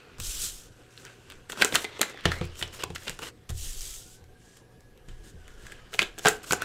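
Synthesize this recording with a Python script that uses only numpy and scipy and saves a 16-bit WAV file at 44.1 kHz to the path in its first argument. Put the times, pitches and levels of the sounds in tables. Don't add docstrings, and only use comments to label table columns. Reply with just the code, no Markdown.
import sys
import numpy as np
from scipy import signal
from scipy.io import wavfile
from scipy.ndimage import uniform_filter1d

SR = 44100
rng = np.random.default_rng(int(sys.argv[2]) if len(sys.argv) > 2 else 0)


def voltage_ratio(decibels):
    exponent = np.asarray(decibels, float) / 20
    return 10 ** exponent


def store_pcm(level_fs):
    pcm = np.round(np.clip(level_fs, -1, 1) * 32767).astype(np.int16)
    wavfile.write(sys.argv[1], SR, np.atleast_2d(pcm).T)


N = 292824

# frequency in Hz, level in dB per Hz.
AIR = [(26, -36.5), (45, 0.5), (118, -1), (193, -7.5), (470, -5), (617, -16), (734, -17), (1430, -22),
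       (1620, -18.5), (1880, -23.5), (12600, -33.5), (15300, -44.5), (16500, -59.5)]
AIR_DB = -58
# frequency in Hz, level in dB.
HUM = [(118.4, -62.5), (177.6, -75.5), (236.9, -78.5), (387.6, -71), (479.1, -76), (737.5, -73.5)]
# time in seconds, pitch in Hz, level in dB.
WAIL = [
    (3.8, 1220, -73),
    (4.0, 1380, -70),
    (4.2, 1540, -69),
    (4.45, 1640, -69),
    (4.8, 1675, -70),
    (5.24, 1665, -68),
    (5.45, 1480, -66),
    (5.7, 1340, -68),
    (5.9, 1220, -71),
]

# frequency in Hz, level in dB per Hz.
HISS = [(880, -40), (1500, -19), (2450, -14.5), (3090, -5.5), (4260, -7.5), (7620, -2), (8770, -6.5),
        (15100, -15), (16000, -28.5), (16500, -43)]
# frequency in Hz, level in dB per Hz.
HOLLOW = [(180, -33.5), (300, -2.5), (477, 2.5), (704, -18.5), (893, -6.5), (1180, -6), (1590, -6),
          (1850, -7), (3210, -9), (4170, -12), (6000, -19.5), (7800, -32.5), (13200, -120)]
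# time in seconds, resonance in Hz.
POCKET = [(0, 1400), (1.6, 1540), (1.85, 2054), (2.1, 2044), (2.3, 1710), (2.55, 3070), (3.08, 2750),
          (3.27, 3010), (3.36, 1880), (5.4, 1674), (6.3, 1620), (6.64, 1474)]
POCKET_DB, POCKET_WIDTH_HZ = 1, 60
# time in seconds, hollow level in dB.
FIDGET = [(0, -56), (0.3, -57), (0.75, -64.5), (1.45, -66), (1.93, -47.5), (2.2, -51), (2.7, -55),
          (3.2, -72), (3.36, -68), (4.2, -74.5), (5.2, -82), (5.8, -60.5), (6.15, -60), (6.35, -56),
          (6.64, -54)]
FIDGET_HISS_DB = -17
# time in seconds, speed as hiss in dB.
PUSHES = [
    [(0.185, -62), (0.204, -44.5), (0.259, -35.5), (0.38, -37), (0.445, -30.5), (0.51, -42), (0.651, -54.5),
     (0.74, -72)],
    [(3.5, -62), (3.565, -49), (3.583, -43.5), (3.656, -39), (3.75, -44.5), (3.85, -40), (3.961, -44),
     (4.051, -52.5), (4.16, -55.5), (4.25, -85)],
]
PUSH_HOLLOW_DB = -19.5
# peak in seconds, hiss in dB, hollow in dB, seconds to fade 20 dB.
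PULLS = [(1.062, -75, -52, 0.2), (1.317, -62, -56.5, 0.27), (1.615, -38, -31, 0.08),
         (1.756, -36.5, -34.5, 0.11), (1.846, -46, -42, -0.04), (1.99, -51, -46.5, -0.22),
         (2.45, -56, -52, .06), (2.6, -42.5, -47, 0.08), (2.824, -52, -42, 0.02), (5.989, -55, -42, .02),
         (3.095, -47, -43, 0.11), (4.572, -50.5, -55.5, 0.01), (5.509, -65.5, -60.5, 0.7),
         (5.725, -63, -52, 0.2), (5.942, -46, -47, .05), (6.28, -33, -35, 0.09),
         (6.525, -36.5, -39.5, 0.064), (6.624, -53, -36, 0.07)]
# peak in seconds, hiss in dB, hollow in dB, seconds to fade 20 dB.
FLICKS = [(2.632, -58, -42, .14), (1.499, -42, -44, .05), (5.086, -60, -55, .08), (0.986, -55, -64, 0.35),
          (1.523, -46, -47, .04), (2.02, -40, -32, -0.07), (2.263, -52, -35.5, 0.24),
          (2.323, -47, -41, 0.13), (2.953, -44, -40, 0.04), (3.193, -50, -50, 0.03),
          (3.228, -50, -36, 0.0436), (2.74, -49, -46.5, 0.23), (3.495, -43, -42, 0.03),
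          (5.1, -67, -63, 0.5), (5.998, -42.5, -34.5, 0.1), (6.028, -56, -44.5, -0.2),
          (6.186, -36.5, -44, -0.29), (6.434, -48, -50, 0.06)]
# middle in seconds, hiss in dB, hollow in dB, half length in seconds.
NUDGES = [(3.03, -52, -52, .05), (1.675, -43, -60, .025), (1.97, -62, -47, .015), (2.19, -70, -49, .02),
          (2.435, -62, -47, .03), (5.965, -54, -60, .02), (2.806, -53, -40, .022), (3.08, -52, -39, .012),
          (6.49, -44, -52, .033), (2.75, -52, -60, .03), (1.83, -43, -48, .022), (0.8, -68, -72, .12),
          (0.93, -62, -68, 0.038), (2.06, -52, -43.5, 0.081), (3.255, -47, -42, 0.055),
          (4.51, -61.5, -65, .14), (5.275, -56, -60.5, 0.051), (5.67, -58.5, -58.5, 0.11)]
PULL_RISE, FLICK_RISE, LEAN_RISE = 0.71, 0.15, 0.14
DULL_DB, BRIGHT_DB, DULL_HZ = -72, -50, 9500

# peak in seconds, level in dB, seconds to fade 20 dB.
LEANS = [(0.24, -28, 0.4), (1.33, -49.5, 0.7), (1.63, -34, -0.4), (2.29, -35, 0.7), (2.7, -41, .12),
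         (2.94, -48, .1), (3.09, -40.5, 0.3), (3.55, -25.5, 0.46), (3.81, -50, 0.23), (4.3, -48.5, .5),
         (4.9, -49.5, 1.3), (5.14, -40, 1.4), (5.4, -44.5, 1.5), (5.55, -40, 0.4), (5.9, -46, 1.1),
         (6.55, -52, -2)]
REST_DB = -65.5

# start in seconds, peak in dB, packet pitch in Hz, treble in dB.
THUDS = [(0.184, -43, 1490, 7), (1.528, -29, 1340, -17), (1.5733, -29, 1290, -14.5),
         (1.5998, -41, 1090, -6), (1.6135, -16, 2600, -18), (1.6473, -14, 2530, 10),
         (1.7244, -19.5, 3380, -17), (1.745, -31, 2140, 14.5), (1.8443, -22.5, 2020, 2.5),
         (1.9941, -24.5, 3130, -2), (2.0105, -18, 1620, -9), (2.143, -34.5, 1810, -12),
         (2.2564, -9.5, 3000, -30), (2.4125, -25, 1160, -34), (2.8355, -17, 1000, -38),
         (2.9035, -28.5, 1060, -5), (3.071, -31, 2410, -13), (3.1903, -31, 1285, 1), (3.5036, -32, 3880, 6),
         (5.9318, -32, 1324, -8.5), (5.9455, -28, 3160, 0), (6.1801, -32.5, 1750, -1),
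         (6.25, -13.5, 1540, -4.5), (6.257, -6.5, 1460, -14), (6.2627, -17.5, 1440, -17),
         (6.2784, -8.5, 1580, -16), (6.5229, -13, 2580, 7.5), (6.5322, -8.5, 1400, -1)]
# start in seconds, peak in dB, pitch in Hz, treble in dB.
CLAPS = [(0.2009, -24.5, 4130, 6.5), (1.0673, -37, 1720, -17), (1.4985, -25, 1660, 0),
         (1.6216, -1, 1467, -6.5), (1.6532, -19, 1450, 1), (1.7425, -16, 2130, -22),
         (1.7552, -6.5, 3220, 4.5), (1.7628, -11.5, 1460, -23), (1.8495, -21, 2070, -25),
         (2.0148, -5.5, 4030, 5), (2.098, -33, 1570, 4.5), (2.2397, -41, 2990, 1), (2.318, -14, 1560, -19),
         (2.5564, -43, 3100, -17), (2.9594, -22.5, 1700, -17), (2.9808, -41, 3260, -11),
         (3.0223, -42, 1720, -12), (3.2207, -31, 2780, -1), (4.2409, -47.5, 2650, 2.5),
         (4.8066, -50, 1680, 4.5), (4.9761, -47.5, 3130, 4.5), (5.0864, -43, 1410, 3),
         (5.4798, -38.5, 1760, -0.5), (5.6982, -41, 1720, -10), (5.721, -32, 1690, 0),
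         (6.0185, -13, 2950, -20), (6.028, -16, 3230, -2), (6.1934, -24.5, 3060, -0.5),
         (6.4427, -33, 1400, -3)]
# start in seconds, peak in dB, pitch in Hz, treble in dB.
CLICKS = [(0.9767, -32.5, 3440, -30), (1.0516, -34, 1780, 6), (1.301, -32, 3800, 1.5),
          (1.3115, -35, 2830, -26), (1.3215, -30.5, 1180, -6), (1.5209, -22, 3400, 0),
          (1.6295, -18, 1430, -18), (1.7501, -12, 1490, 1), (2.0294, -17, 1700, -23),
          (2.1744, -30.5, 1820, -17), (2.2085, -33.5, 3660, -9), (2.6142, -23, 1820, -10),
          (2.626, -15, 3070, -13), (2.7395, -37, 1570, -11), (2.7984, -38, 2900, -14),
          (2.8237, -26, 2700, -9), (3.0805, -19.5, 2880, -30), (3.0956, -18.5, 1740, 1),
          (3.8085, -45, 3210, 23), (5.5057, -44, 1320, -4), (5.6673, -35, 1750, 1), (5.9396, -22, 2600, -3),
          (5.992, -3.5, 2400, -14), (5.9989, -21.5, 1480, -16), (6.2689, -5.5, 1550, -18),
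          (6.2846, -10.5, 1670, 7.5), (6.5089, -11.5, 1400, -7), (6.6206, -15.5, 1440, -3)]
# start in seconds, peak in dB, pitch in Hz, treble in dB.
TICKS = [(1.5915, -32, 4000, 3), (1.619, -14, 2600, -6), (1.9765, -42, 3500, 2), (2.2548, -8, 1900, -20),
         (2.3148, -33, 3500, 2), (2.387, -44, 4000, 6), (2.4535, -38, 2400, 2), (2.468, -48, 4000, 3),
         (2.5555, -38, 3070, 2), (2.569, -42, 3100, 2), (2.5925, -34, 4000, 6), (2.6095, -30, 2800, -3),
         (2.636, -29, 3300, 0), (2.678, -38, 3000, 6), (2.7395, -35, 2500, -3), (2.8385, -17, 1050, 3),
         (2.846, -34, 2500, -2), (2.9495, -36, 3500, 5), (2.982, -38, 3200, 4), (3.0755, -27, 2800, -6),
         (3.191, -30, 1350, 0), (3.287, -36, 3000, 3), (3.4925, -34, 3500, 3), (5.924, -42, 3000, 2),
         (5.946, -25, 3100, -5), (5.9535, -34, 3500, 3), (5.9885, -28, 2500, -8), (6.022, -20, 2900, -4),
         (6.188, -33, 3500, 4), (6.2725, -14, 3000, -2), (6.292, -16, 1650, -2), (6.431, -40, 3000, 3),
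         (6.4475, -36, 3000, 3), (6.5275, -22, 1500, -6), (6.616, -28, 1500, -4), (6.633, -30, 1450, -4)]
# low body in dB, t60 in seconds.
THUD = (-3.5, .031)
CLAP = (-12, 0.025)
CLICK = (-25.5, .022)
TICK = (-30, .008)
FIRST = 2.5
# frequency in Hz, width in Hz, level in dB.
DECK = [(447, 206, -4), (768, 230, -4.5), (1400, 98, -2), (1620, 33, -8), (2750, 1200, -9),
        (3460, 130, -20)]
# frequency in Hz, t60 in seconds.
ROOM = [(200, 0.4), (1500, .25), (5000, 0.19), (14000, 0.11)]

# start in seconds, peak in dB,
# share of the panel's upper modes in dB, share of the stand's sway in dB.
KNOCKS = [(0.193, -34, -6, -1.5), (1.619, -42, 5, -23), (1.736, -30, 14, -25), (2.014, -55, 0, -19),
          (2.255, -16, 6.5, -27), (2.411, -20, 6, -27), (2.617, -34.5, 0, -11), (2.835, -38, 1, -27),
          (2.901, -30, 4, -21), (3.093, -35.5, 9, -28), (3.498, -27, -10.5, -8), (3.761, -53.5, 9, 18.5),
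          (4.208, -44.5, -3, -12.5), (5.083, -40, -2.5, 3), (5.342, -40, -5.5, -7.5),
          (5.989, -36, 8.5, -14), (6.254, -25.5, 26, -29), (6.507, -27.5, 10, -40)]
# frequency in Hz, level in dB, t60 in seconds.
TABLE = [(25, 9, 0.55), (38.5, -9.5, .4), (82.5, -1, 0.44), (116.9, -4, 0.31), (140.5, -1, 0.11),
         (165, -3, 0.17), (348.3, -11.5, 0.23), (494, -8.5, .1)]


def evened(x):
    return x / np.sqrt(np.mean(x ** 2) + 1e-20)


def peaked(x):
    return x / np.max(abs(x), axis=-1, keepdims=True)


def read(points, hz):
    f, value = np.transpose(points)
    return np.interp(np.log(hz + 1), np.log(f + 1), value)


def curve(rows, column):
    columns = np.transpose(rows)
    return np.interp(np.arange(N) / SR, columns[0], columns[column])


def add(mix, s, sound):
    part = mix[round(s * SR):][:len(sound)]
    part += sound[:len(part)]


def band(x, lo_hz, hi_hz):
    return signal.sosfilt(signal.butter(2, [lo_hz, hi_hz], "band", fs=SR, output="sos"), x)


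def resonate(x, hz, width):
    turn = np.exp(2j * np.pi * np.cumsum(hz * np.ones(x.shape[-1])) / SR)
    r = np.exp(-np.pi * width / SR)
    return 2 * (turn * signal.lfilter([1 - r], [1, -r], x / turn + 1e-18)).real


def noise(spectrum, patchy_db, flicker_db, size):
    frames, hz = 4 * N // size + 5, np.fft.rfftfreq(size, 1 / SR)
    a, b, patches = rng.standard_normal((frames, len(hz), 3)).T
    patches = uniform_filter1d(patches, size // 64, 0)
    patches = evened(uniform_filter1d(patches, 8192 // size, 1))
    flicker = evened(uniform_filter1d(rng.standard_normal(frames), 3))
    level_db = read(spectrum, hz)[:, None] + patchy_db * patches + flicker_db * flicker
    z = (a + 1j * b) * voltage_ratio(level_db)
    return evened(signal.istft(z, nperseg=size, noverlap=3 * size // 4)[1][:N])


def milliseconds():
    return np.arange(N * 1000 // SR + 2) / 1000


def swells(rows, column, rise, count=1):
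    rows = np.array(rows)
    late = (milliseconds() - rows[:, :1]) / np.maximum(rows[:, -1:], .01)
    drop_db = 20 * np.maximum(late, -late / rise) ** count
    return (voltage_ratio(rows[:, column:column + 1] - drop_db) ** 2).sum(0)


def steady(rows):
    s, db = np.transpose(rows)
    return voltage_ratio(np.interp(milliseconds(), s, db, left=-120, right=-120)) ** 2


def level(power):
    return np.interp(np.arange(N) / SR, np.arange(len(power)) / 1000, 10 * np.log10(power + 1e-12))


def background():
    air = voltage_ratio(AIR_DB + 1.0) * noise(AIR, patchy_db=2.4, flicker_db=0.45, size=2048)
    t = np.arange(N) / SR
    hum = np.zeros(N)
    for hz, db in HUM:
        waver = evened(resonate(rng.standard_normal(N), hz, 8))
        hum += voltage_ratio(db) * evened(np.sin(2 * np.pi * hz * t) + .6 * waver)
    pitch = curve(WAIL, column=1)
    blur = evened(resonate(resonate(rng.standard_normal(N), pitch, 50), pitch, 50))
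    wail = evened(np.sin(2 * np.pi * np.cumsum(pitch) / SR) + 1.8 * blur)
    start, end = WAIL[0][0], WAIL[-1][0]
    fade = np.interp(t, [start - .3, start, end, end + 0.23], [0, 1, 1, 0])
    return air + hum + voltage_ratio(curve(WAIL, column=2) - .7) * fade * wail


def strokes(column):
    pulls, flicks = swells(PULLS, column, PULL_RISE), swells(FLICKS, column, FLICK_RISE)
    return pulls + flicks + swells(NUDGES, column, 1, count=4)


def effort():
    push, fidget = sum(steady(p) for p in PUSHES), steady(FIDGET)
    hiss = push + voltage_ratio(2 * FIDGET_HISS_DB) * fidget + strokes(column=1)
    hollow = voltage_ratio(2 * PUSH_HOLLOW_DB) * push + fidget + strokes(column=2)
    return level(hiss), level(hollow)


def flutter(per_s, spread_db):
    ticks = voltage_ratio(spread_db * np.minimum(rng.exponential(1, N), 4)) * (rng.random(N) < per_s / SR)
    return evened(1.9 + signal.lfilter([1], [1, -np.exp(-1 / (0.0018 * SR))], ticks))


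def rubbing():
    hiss = noise(HISS, patchy_db=1.3, flicker_db=1.2, size=256)
    hollow = noise(HOLLOW, patchy_db=1.6, flicker_db=1.0, size=256)
    pocket = curve(POCKET, column=1)
    hollow = evened(hollow + 1.6 * resonate(hollow, pocket, 200) + 1.2 * resonate(hollow, 1.8 * pocket, 300))
    catch = flutter(per_s=400, spread_db=1.2)
    hiss_db, hollow_db = effort()
    dull = signal.sosfiltfilt(signal.butter(4, DULL_HZ, fs=SR, output="sos"), hiss)
    sparkle = np.clip((hiss_db - DULL_DB) / (BRIGHT_DB - DULL_DB), .4, 1)
    hiss = dull + sparkle * (hiss - dull)
    edges = np.clip((hollow_db - hiss_db + 6.0) / 8, .2, .6)
    return (1 - edges + edges * catch) * (voltage_ratio(hiss_db) * hiss + voltage_ratio(hollow_db) * hollow)


def sway():
    rumble = evened(band(band(rng.standard_normal(N), 4.1, 45), 5.9, 60))
    lean = swells(LEANS, column=1, rise=LEAN_RISE) + voltage_ratio(2 * REST_DB)
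    return voltage_ratio(level(lean) - 7.5) * rumble


def snaps(*kinds):
    out, t = np.zeros(N), np.arange(-128, 2048) / SR
    rows = [row + kind for events, kind in kinds for row in events]
    s, db, hz, treble_db, low_db, t60 = np.transpose(rows)[:, :, None]
    burst = rng.standard_normal((len(s), len(t))) - FIRST * (t == 0)
    closing = np.exp(np.minimum(t, 0) / 0.00035)
    decay = voltage_ratio(-60 * np.maximum(t, 0) / t60)
    blow = closing * (0.44 * np.exp(-abs(t) / 0.00052) + 0.59 * decay)
    contact = burst * blow
    mids = band(contact, 500, 5000)
    deck = sum(voltage_ratio(d) * resonate(mids, f, w) for f, w, d in DECK[2:])
    packet = np.array([resonate(m, f, .22 * f) for m, f in zip(mids, hz[:, 0])])
    body = peaked(peaked(packet) + .4 * peaked(deck) + .9 * peaked(mids))
    crack = burst * closing ** 2 * (np.exp(-abs(t) / 0.00026) + 0.42 * blow)
    treble = peaked(band(crack, 4500, 8500) + .28 * band(crack, 5000, 14000))
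    low = peaked(band(sum(voltage_ratio(d) * resonate(contact, f, w) for f, w, d in DECK[:2]), 150, 970))
    sounds = voltage_ratio(db) * (body + voltage_ratio(treble_db) * treble + voltage_ratio(low_db) * low)
    for at, sound in zip(s[:, 0], sounds):
        add(out, at + t[0], sound)
    return out


def room(x):
    taps = np.zeros(SR // 2)
    at = np.arange(200, len(taps) - 20, 20)
    taps[at + rng.integers(0, 20, len(at))] = rng.choice([-1., 1.], len(at))
    hz, t, z = signal.stft(taps, SR, nperseg=256)
    tail = signal.istft(z * voltage_ratio(-60 * t / read(ROOM, hz)[:, None]), SR, nperseg=256)[1]
    return signal.fftconvolve(x, tail / np.linalg.norm(tail))[:N]


def knocks():
    out, t = np.zeros(N), np.arange(SR) / SR
    spread = rng.standard_normal((len(KNOCKS), len(TABLE)))
    hz, mode_db, t60 = np.transpose(TABLE)[:, :, None]
    onset = 1 - np.exp(-t * hz / 0.31)
    rings = voltage_ratio(mode_db - 60 * t / t60) * np.sin(2 * np.pi * hz * t) * onset
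    for (s, db, upper_db, sway_db), chance in zip(KNOCKS, spread):
        place_db = 1.04 * chance[:, None] + upper_db * (hz > 125)
        modes = voltage_ratio(place_db) * rings
        panel, stand = peaked(modes[2:].sum(0)), peaked(modes[:2].sum(0))
        add(out, s, voltage_ratio(db) * (panel + voltage_ratio(sway_db) * stand))
    return out


def scene():
    claps = snaps((THUDS, THUD), (CLAPS, CLAP), (CLICKS, CLICK))
    claps = claps + voltage_ratio(POCKET_DB) * resonate(claps, curve(POCKET, column=1), POCKET_WIDTH_HZ)
    ticks = snaps((TICKS, TICK))
    mix = background() + rubbing() + sway() + claps + voltage_ratio(-12.5) * room(claps) + knocks() + ticks
    return mix[None]


def band_limit(x):
    return signal.sosfilt(signal.butter(12, 16660, fs=SR, output="sos"), x)


def record(dry):
    edge = signal.firwin(255, 15900, window=("kaiser", 4), fs=SR)
    mix = np.clip(signal.oaconvolve(dry, edge[None], "same"), -1, 1)
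    return band_limit(mix)


dry = scene()
out = record(dry)
store_pcm(out)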